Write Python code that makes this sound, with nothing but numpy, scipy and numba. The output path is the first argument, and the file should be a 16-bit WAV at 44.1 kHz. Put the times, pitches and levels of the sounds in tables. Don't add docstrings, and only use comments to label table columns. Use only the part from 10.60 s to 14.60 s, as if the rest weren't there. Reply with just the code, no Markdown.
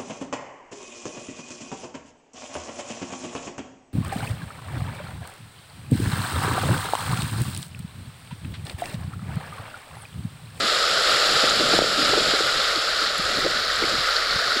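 import sys
import numpy as np
from scipy import signal
from scipy.fft import rfft, irfft
from scipy.io import wavfile
from scipy.ndimage import uniform_filter1d
from numba import njit

SR = 44100
rng = np.random.default_rng(int(sys.argv[2]) if len(sys.argv) > 2 else 0)


def inscribe(sig):
    pcm = np.round(np.clip(np.atleast_2d(sig).T, -1, 1) * 32767)
    wavfile.write(sys.argv[1], SR, pcm.astype(np.int16))


N = 176400


def undb(db):
    return 10 ** (np.asarray(db) / 20)


def unit(x):
    return x / np.sqrt(np.mean(x ** 2))


def curve(rows):
    return np.interp(np.arange(N) / SR, *np.array(rows).T)


def colour(x, points):
    hz, db = np.array(points).T
    f = np.maximum(np.fft.rfftfreq(N, 1 / SR), 1)
    low_cut = 1 / np.sqrt(1 + (.7 * hz[0] / f) ** 4)
    gain = undb(np.interp(np.log(f), np.log(hz), db))
    return unit(irfft(rfft(x) * low_cut * gain, N))


def band_noise(hz, width_ratio):
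    f = np.maximum(np.fft.rfftfreq(N, 1 / SR), 1)
    detuning = (f / hz - hz / f) / (2 * width_ratio)
    return unit(irfft(rfft(rng.standard_normal(N)) / (1 + detuning ** 2) ** 2, N))


def burst(envelope, hz, width_ratio):
    noise = band_noise(hz, width_ratio) * envelope
    return noise * np.sqrt(np.sum(envelope ** 2) / np.sum(noise ** 2))


def flutter(rate_hz):
    hold = int(SR / rate_hz)
    steps = rng.standard_normal(2000)[np.arange(N) // hold]
    return unit(uniform_filter1d(uniform_filter1d(steps, hold), hold))


@njit
def ring(start_sample, hz, cycles, amplitude):
    glide_ratio, rise_cycles = .1, .35
    out = np.zeros(N)
    for k in range(len(start_sample)):
        start = int(start_sample[k])
        length = int(cycles[k] * SR / hz[k]) + 2
        turns = 0.
        for i in range(min(length, N - start)):
            turns += hz[k] * (1 + glide_ratio * i / length) / SR
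            envelope = (1 - np.exp(-turns / rise_cycles)) * np.exp(-5 * i / length)
            out[start + i] += amplitude[k] * envelope * np.sin(2 * np.pi * turns)
    return out


def bubbles(lo_hz, hi_hz, mean_cycles, spread_db, count):
    when, pitch, life, strength = rng.random((count, 4)).T
    hz = lo_hz * (hi_hz / lo_hz) ** (pitch ** .75)
    amplitude = undb(-spread_db * np.log(1 - .985 * strength)) * hz ** .9
    return unit(ring(when * N, hz, mean_cycles * (.5 + life), amplitude))


def bubbling():
    # freq_hz, gain_db
    spectrum = [(150, -31), (300, -29), (450, -12.5), (600, -11.5), (780, -17.5), (960, -21), (1130, -9),
                (1260, -2), (1430, -0.5), (1620, -6), (1950, -7.5), (2550, -17.5), (3200, -15.5),
                (3900, -6.5), (4400, -7), (5250, -13), (6150, -23.5), (7200, -27), (8000, -33), (9300, -35),
                (11000, -33), (12800, -39), (15500, -45)]
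    # time_s, level_db
    trickle = [(0, -2), (.7, 0.5), (1.3, 0), (2.2, 0.1), (2.55, -0.7), (2.85, 1), (3.1, 1), (3.55, 1),
               (4, 1.7)]
    cloud = bubbles(lo_hz=248.7, hi_hz=15370, mean_cycles=15.8, spread_db=2.5, count=12000)
    hiss = undb(2) * rng.standard_normal(N)
    level_db = -25 + curve(trickle) + .97 * flutter(rate_hz=14)
    return colour(cloud + hiss, spectrum) * undb(level_db)


def rush():
    # freq_hz, gain_db
    spectrum = [(150, -44), (300, -13.5), (430, -5), (560, 0), (740, -5.5), (960, -17), (1130, -8.5),
                (1290, 3), (1550, -7), (1900, -12.5), (2500, -9.5), (3400, -4), (4100, -3.5), (5150, -6),
                (6150, -22), (7100, -12), (8100, -19), (9400, -27.5), (11000, -25), (12900, -39),
                (15500, -44)]
    # time_s, strength_db
    surge = [(0, 0.5), (.4, 1), (.8, 2), (1.18, 2), (1.3, 1.5), (1.65, 1.1), (2.05, -0.36), (2.5, -2),
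             (2.8, -1), (3.05, -4), (3.3, -1.5), (3.65, -3), (4, -2.4)]
    fizz = bubbles(lo_hz=274, hi_hz=16500, mean_cycles=4.74, spread_db=3, count=20000)
    hiss = undb(1.5) * rng.standard_normal(N)
    level_db = -24 + 1.85 * curve(surge) + .56 * flutter(rate_hz=22.35)
    return colour(fizz + hiss, spectrum) * undb(level_db)


def wind():
    # freq_hz, gain_db
    spectrum = [(20, 3), (60, -6), (130, 2), (300, 2), (480, -1), (800, -25), (1600, -32), (5000, -60)]
    # time_s, level_db
    gust_levels = [(0, 3.5), (.15, -4.5), (.6, -8), (.72, -1), (1.1, 5), (1.3, 3.5), (1.55, 5.5), (1.9, -3),
                   (2.1, -10), (2.5, -11), (2.8, 4.5), (3.1, -9.5), (3.35, 6), (3.52, -22), (3.7, -2.5),
                   (4, -15)]
    # time_s, level_db
    rumble_levels = [(0, 1), (2, 2), (2.75, 7), (4, 5)]
    air = colour(rng.standard_normal(N), spectrum)
    gusts = air * undb(-40.5 + curve(gust_levels) + 3.6 * flutter(rate_hz=35))
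    rumble = band_noise(hz=33.7, width_ratio=1) * undb(-53 + curve(rumble_levels))
    return gusts + rumble


def puffs():
    # centre_s, level_db, band_hz, fade_s
    bumps = [(0.044, -30, 243, 0.0099), (0.841, -14, 387, 0.0025), (1.01, -18.5, 394, 0.006),
             (1.04, -29, 182, 0.012), (1.137, -13.5, 445, .005), (1.22, -11.5, 410, 0.0039),
             (1.244, -16, 480, 0.0035), (1.40, -24, 322, 0.02), (1.538, -14, 480, 0.0044),
             (1.577, -15.5, 423, 0.0073), (1.741, -21, 357, 0.0056), (1.809, -21.5, 422, 0.004),
             (2.177, -30, 357, 0.014), (2.428, -34.5, 330, .01), (2.599, -26, 188, 0.0041),
             (2.654, -36, 88, 0.0065), (2.787, -21, 400, 0.0036), (2.852, -19.5, 406, 0.0044),
             (2.866, -18, 410, 0.0075), (3.226, -19, 470, 0.0039), (3.244, -22, 326, 0.0056),
             (3.386, -34, 113, 0.0053), (3.763, -25, 106, 0.0028), (3.969, -26, 324, 0.0057)]
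    t, out = np.arange(N) / SR, np.zeros(N)
    for centre_s, level_db, band_hz, fade_s in bumps:
        envelope = np.exp(-np.abs(t - centre_s) / fade_s)
        out += undb(level_db) * burst(envelope, band_hz, width_ratio=.52)
    return out


def drops():
    # start_s, level_db, pitch_hz, decay_s
    ticks = [(.24, -15.5, 1290, .005), (.375, -12, 1330, 0.0035), (.897, -21, 7100, .004),
             (.992, -17, 4230, .003), (1.866, -35, 11200, .003), (2.042, -22, 4930, 0.0013),
             (2.11, -17, 1450, .003), (2.581, -29, 7700, .002), (2.581, -30, 10800, 0.0022),
             (2.623, -37, 9000, 0.0018), (2.79, -38, 13700, .0025), (3.16, -30, 7760, .003),
             (3.236, -22, 2220, 0.0073), (3.488, -20, 1360, 0.011), (3.562, -15.5, 4420, .006),
             (3.709, -17, 4470, 0.003), (3.791, -18, 1330, .008)]
    rise_cycles = .8
    t, out = np.arange(N) / SR, np.zeros(N)
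    for start_s, level_db, pitch_hz, decay_s in ticks:
        age_s = np.maximum(t - start_s, 0)
        envelope = (1 - np.exp(-age_s * pitch_hz / rise_cycles)) * np.exp(-age_s / decay_s)
        out += undb(level_db) * burst(envelope, pitch_hz, width_ratio=.1)
    return out


def wind_pop():
    centre_s, pitch_hz, width_s, low_cut_hz = 1.19, 490, .0009, 200
    offset_s = np.arange(N) / SR - centre_s
    envelope = undb(-1.5) * np.exp(-(offset_s / width_s) ** 2)
    swing = -envelope * np.sin(2 * np.pi * pitch_hz * offset_s)
    return signal.sosfilt(signal.butter(2, low_cut_hz, "high", fs=SR, output="sos"), swing)


def gain_control(x):
    limit_db, attack_s, release_s, sense_hz = -9, .0006, .13, 1000
    bass = signal.sosfilt(signal.butter(2, sense_hz, fs=SR, output="sos"), x)
    excess = np.maximum(np.abs(bass) / undb(limit_db) - 1, 0)
    fade = np.exp(-np.arange(N) / SR / release_s)
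    held = np.maximum.accumulate(excess / fade, axis=-1) * fade
    step = 1 - np.exp(-1 / (attack_s * SR))
    duck = signal.lfilter([step], [1, step - 1], held)
    return x / (1 + duck)


def scene():
    return (bubbling() + rush() + drops() + wind() + puffs() + wind_pop())[None]


def record(dry):
    top_hz = 15700
    return signal.sosfilt(signal.ellip(10, .2, 80, top_hz, fs=SR, output="sos"), gain_control(dry))


dry = scene()
out = record(dry)
inscribe(out)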